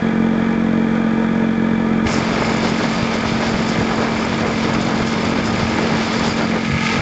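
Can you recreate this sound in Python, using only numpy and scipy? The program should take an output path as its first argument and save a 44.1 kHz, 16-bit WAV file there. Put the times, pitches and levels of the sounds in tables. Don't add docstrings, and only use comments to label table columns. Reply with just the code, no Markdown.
import sys
import numpy as np
from scipy import signal
from scipy.fft import rfft, irfft
from scipy.io import wavfile
from scipy.ndimage import uniform_filter1d

SR = 44100
rng = np.random.default_rng(int(sys.argv[2]) if len(sys.argv) > 2 else 0)


def master(y):
    cut = np.clip(np.atleast_2d(y).T, -1, 1)
    pcm = np.round(cut * 32767)
    wavfile.write(sys.argv[1], SR, pcm.astype(np.int16))


N = 309141
T = np.arange(N) / SR
ROUGH_FROM_S = 2.055

# (frequency [Hz], gain [dB])
DECK_RESPONSE = [(40, -17), (110, -7), (180, 2), (280, 1.5), (420, 0.5), (700, -3), (930, -4), (1080, -6),
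                 (1500, -8), (1900, -11.5), (2700, -25.5), (4000, -36), (9000, -75)]
# (time [s], bounce change [dB], rumble change [dB])
RAIL_HUMPS = [(2.43, 3, 3), (2.52, 3.5, 3.5), (2.82, 5, 2), (3.02, 5, 1), (3.15, -4, 3), (3.32, 5.5, -1),
              (3.8, 8.5, 2), (4.03, 1, 2), (4.45, 3, 2), (5.52, 7.5, 0.5), (5.63, 4, 1), (5.95, 6.5, 2),
              (6.26, 7, 2), (6.42, -4, 11.5), (6.555, 1, 10), (6.74, 8, 2), (6.99, 6, 4.5)]
HUMP_S = 0.082


def undb(db):
    return 10 ** (np.asarray(db) / 20)


def level(x, db=0):
    return x * undb(db) / np.sqrt(np.mean(x ** 2))


def curve(points):
    return np.interp(T, *np.transpose(points))


def ramp(start_s, length_s):
    return np.clip((T - start_s) / length_s, 0, 1)


def swell(centre_s, length_s):
    return np.exp(-(2 * (T - centre_s) / length_s) ** 2)


def jolt(settle_s=0.1):
    return np.exp(-np.maximum(T - ROUGH_FROM_S, 0) / settle_s)


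def walk(rate_hz):
    hold = int(SR / rate_hz)
    steps = np.repeat(rng.standard_normal(N // hold + 1), hold)
    return level(uniform_filter1d(uniform_filter1d(steps, hold), hold)[:N])


def colour(x, response, size=8192):
    hz, db = np.transpose(response)
    grid_hz = np.maximum(np.arange(size // 2 + 1) * SR / size, 1)
    gain = undb(np.interp(np.log(grid_hz), np.log(hz), db))
    cepstrum = irfft(np.log(gain))
    cepstrum[1:size // 2] *= 2
    cepstrum[size // 2 + 1:] = 0
    impulse_response = irfft(np.exp(rfft(cepstrum)))
    return signal.fftconvolve(x, impulse_response)[:N]


def ring(x, modes, order=1):
    out = np.zeros(N)
    for hz, width_hz, db in modes:
        section = np.concatenate(signal.iirpeak(hz, hz / width_hz, fs=SR))
        out += undb(db) * signal.sosfilt([section] * order, x)
    return out


def impacts(per_s, spread_db):
    size = undb(spread_db * np.minimum(rng.exponential(size=N), 5))
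    hits = rng.random(N) < per_s / SR
    return level(hits * size * rng.choice([-1, 1], N))


def once_a_turn(turns, lead_turns, sharpness):
    return np.exp(sharpness * (np.cos(2 * np.pi * (turns + lead_turns)) - 1))


def flange():
    # (time [s], length [s], pitch [Hz], level [dB])
    squeaks = [(2.84, .05, 4726, -41), (2.98, .12, 4726, -40), (5.21, .06, 5155, -41),
               (5.48, .05, 5155, -40), (6.16, .05, 4726, -37), (6.315, .05, 4726, -32),
               (6.435, .06, 4726, -36)]
    out = np.zeros(N)
    for at_s, length_s, hz, db in squeaks:
        phase = 2 * np.pi * np.cumsum(hz + 18 * walk(170)) / SR
        tone = np.sin(phase) * undb(2.1 * walk(90))
        out += level(tone, db) * swell(at_s, length_s)
    return out


def crunches():
    # (time [s], length [s], level [dB])
    patches = [(2.135, 0.12, -31), (2.695, 0.034, -36), (3.697, 0.028, -31), (5.077, 0.038, -34),
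               (5.297, .02, -34), (5.467, 0.038, -31), (6.267, .08, -34), (6.84, .03, -35)]
    # (frequency [Hz], gain [dB])
    spectrum = [(1500, -29.5), (3500, -25.5), (5200, 6.5), (6000, -1.5), (7300, 2.5), (8200, -6.5)]
    grains = level(colour(impacts(per_s=5600, spread_db=4.5), spectrum))
    return grains * sum(undb(db) * swell(at_s, length_s) for at_s, length_s, db in patches)


def clanks(decay_s=0.0079):
    # (time [s], level [dB])
    hits = [(2.068, -19.5), (4.748, -22.5), (6.51, -24), (6.648, -19), (6.708, -24), (6.778, -24),
            (6.865, -20), (6.888, -19), (6.957, -25)]
    # (frequency [Hz], width [Hz], gain [dB])
    modes = [(1700, 120, -3.0), (2100, 160, -4.0), (2290, 120, 2.0), (3460, 90, -16)]
    chatter = level(ring(impacts(per_s=5000, spread_db=0), modes))
    return chatter * sum((T > at_s) * undb(db) * np.exp(-np.abs(T - at_s) / decay_s) for at_s, db in hits)


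def knocks(crack_s=0.0049, thud_s=0.012, thud_hz=78):
    # (time [s], gain [dB], extra thud gain [dB])
    bumps = [(2.058, -12, 7), (2.34, -11.5, -5), (2.421, -13, -3), (3.155, -16, -9), (3.544, -14.5, 3),
             (3.811, -13, -3), (4.75, -16, 5), (5.021, -12, -10), (5.599, -17, -3), (5.786, -12, -14),
             (6.412, -19, -8), (6.538, -16, -6), (6.99, -14, 1)]
    crack_envelope, thuds = np.zeros(N), np.zeros(N)
    for at_s, db, thud_db in bumps:
        age_s = np.maximum(T - at_s, 0)
        crack_envelope += (T > at_s) * undb(db) * np.exp(-age_s / crack_s)
        thuds += undb(db + thud_db) * np.exp(-age_s / thud_s) * np.sin(2 * np.pi * thud_hz * age_s)
    deck_noise = level(colour(rng.standard_normal(N), DECK_RESPONSE), -1)
    return crack_envelope * deck_noise + undb(-8) * thuds


def rattle(turns):
    # (frequency [Hz], width [Hz], gain [dB])
    frame_modes = [(912, 72, 0.5), (1228, 25, 2.5), (1278, 28, 4.5), (1688, 100, 0.5), (2115, 220, 2.5),
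                   (2315, 74, -2.5), (2560, 19, -9.5)]
    shake = 1.6 + once_a_turn(turns, lead_turns=0.02, sharpness=1.2)
    taps = impacts(per_s=2600, spread_db=2.0) * shake
    bout = swell(centre_s=6.87, length_s=0.3)
    gain_db = -32.3 + 4 * jolt() + 6.5 * bout + 0.78 * walk(7)
    return level(ring(taps, frame_modes), 2.5) * undb(gain_db)


def grit():
    # (frequency [Hz], gain [dB])
    spectrum = [(300, -10.5), (1500, 3.5), (2600, -2), (2900, 1.5), (3600, 3), (3900, -1.5), (4400, 1.5),
                (5100, 0), (5500, -3.5), (6200, -7), (7300, -14), (8000, -15.5), (9000, -18.5)]
    # (frequency [Hz], width [Hz], gain [dB])
    wheel_modes = [(1240, 16, 8.5), (2670, 29, -7), (3520, 35, -5), (4726, 20, 1), (4949, 25, -4),
                   (5156, 16, 1.5), (6336, 25, -8), (6900, 100, -7.5), (7250, 100, -7)]
    # (time [s], gain [dB])
    amount = [(2.2, -33), (2.85, -31), (3.3, -32.5), (3.7, -32), (4.1, -34), (5.0, -32), (5.85, -31.5),
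              (6.26, -27.5), (6.35, -32), (6.79, -35), (6.86, -30), (7.0, -34.5)]
    cracks = impacts(per_s=12000, spread_db=3.0) * undb(1.7 * walk(60))
    wheel_hits = impacts(per_s=3000, spread_db=6.5) * undb(1.3 * walk(12))
    crackle = level(colour(cracks, spectrum))
    ringing = level(ring(wheel_hits, wheel_modes), -6)
    return (crackle + ringing) * undb(curve(amount) + 0.35 * walk(12))


def bounce():
    # (frequency [Hz], gain [dB])
    chassis_response = [(15, -26), (30, -16.5), (50, -11), (80, -2), (150, 2.5), (220, -14), (400, -25.5),
                        (2000, -70.5)]
    humps_db = sum(db * swell(at_s, HUMP_S) for at_s, db, _ in RAIL_HUMPS)
    level_db = -31 + 4.5 * jolt() + humps_db + 1.2 * walk(10)
    pits = impacts(per_s=990, spread_db=2.0)
    return level(colour(pits, chassis_response)) * undb(level_db)


def rumble():
    humps_db = sum(db * swell(at_s, HUMP_S) for at_s, _, db in RAIL_HUMPS)
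    smooth_rail = ramp(start_s=6.29, length_s=0.12)
    gain_db = -24.1 - 7 * smooth_rail + humps_db + 0.8 * walk(14)
    pits = impacts(per_s=3500, spread_db=3.0) * undb(walk(35))
    return level(colour(pits, DECK_RESPONSE), 1.14) * undb(gain_db)


def firings(turns, jitter_s=0.00014, scatter_db=0.96):
    count = np.arange(1, int(turns[-1]))
    timing, strength = rng.standard_normal((len(count), 2)).T
    at_s = np.interp(count, turns, T) + jitter_s * timing
    pulses = np.zeros(N)
    pulses[np.clip(at_s * SR, 0, N - 1).astype(int)] = undb(scatter_db * strength)
    return pulses


def tailpipe(x, hz, width_hz):
    return x - 2 * ring(x, [(hz, width_hz, 0)])


def exhaust(turns, mean_firing_hz):
    # (frequency [multiple of firing rate], gain [dB])
    muffler = [(1, -23.5), (2, -21.5), (3, -15.5), (4, -6.5), (5, 1), (6, -11), (7, -11.5), (8, -18.5),
               (9, -27), (10, -13), (11, -18.5), (12, -30.5)]
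    with_skirts = [(0.4, -36.5), *muffler, (22, -43.5), (60, -90.5)]
    response = [(multiple * mean_firing_hz, db) for multiple, db in with_skirts]
    pulses = firings(turns) * undb(0.24 * walk(12))
    return level(tailpipe(colour(pulses, response), hz=337, width_hz=530), -0.96)


def clatter(turns):
    # (frequency [Hz], gain [dB])
    block_response = [(25, -14), (65, -9), (110, -5), (160, 3), (240, -1), (420, -1), (660, -3),
                      (1050, -13), (1900, -15), (2700, -25), (3650, -22), (3900, -27), (5500, -32),
                      (7500, -34)]
    # (frequency [Hz], width [Hz], gain [dB])
    panel_modes = [(840, 90, -1), (925, 80, 0), (1218, 55, 3), (1295, 75, 0), (1485, 55, 0),
                   (1570, 100, -2), (1670, 130, 1), (1803, 35, -4), (2090, 230, -6), (2300, 170, -3.5),
                   (3280, 150, -13), (3490, 80, -13), (4720, 60, -23)]
    strokes = 0.75 + 0.42 * once_a_turn(turns, lead_turns=0.071, sharpness=3.0)
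    strokes *= undb(0.7 * walk(40) + 0.5 * walk(9))
    block = colour(strokes * impacts(per_s=12000, spread_db=1.2), block_response)
    panels = ring(strokes * impacts(per_s=6000, spread_db=2.5), panel_modes, order=2)
    return level(block, -11.7) + level(panels, -14.5)


def engine(turns, mean_firing_hz):
    gain_db = -16 - 5.5 * ramp(ROUGH_FROM_S, length_s=0.07)
    return (exhaust(turns, mean_firing_hz) + clatter(turns)) * undb(gain_db)


def scene():
    # (time [s], firing rate [Hz])
    speed = [(0, 44.8), (.7, 45.2), (1.1, 45.1), (2, 44.7), (3.4, 44.95), (5.4, 44.95), (6.7, 44.7),
             (7.01, 45)]
    firing_hz = curve(speed) * (1 + 0.0041 * walk(14))
    turns = np.cumsum(firing_hz) / SR
    drone = engine(turns, np.mean(firing_hz))
    rolling = ramp(ROUGH_FROM_S, length_s=0.016) * (bounce() + rumble() + grit() + rattle(turns))
    return (drone + rolling + knocks() + clanks() + crunches() + flange())[None]


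def record(dry, treble_hz=6940, top_hz=8850):
    rounded = np.tanh(0.75 * dry) / 0.67
    dull = signal.sosfilt(signal.cheby1(5, 0.5, treble_hz, fs=SR, output="sos"), rounded)
    return signal.sosfilt(signal.ellip(10, 0.2, 80, top_hz, fs=SR, output="sos"), dull)


dry = scene()
out = record(dry)
master(out)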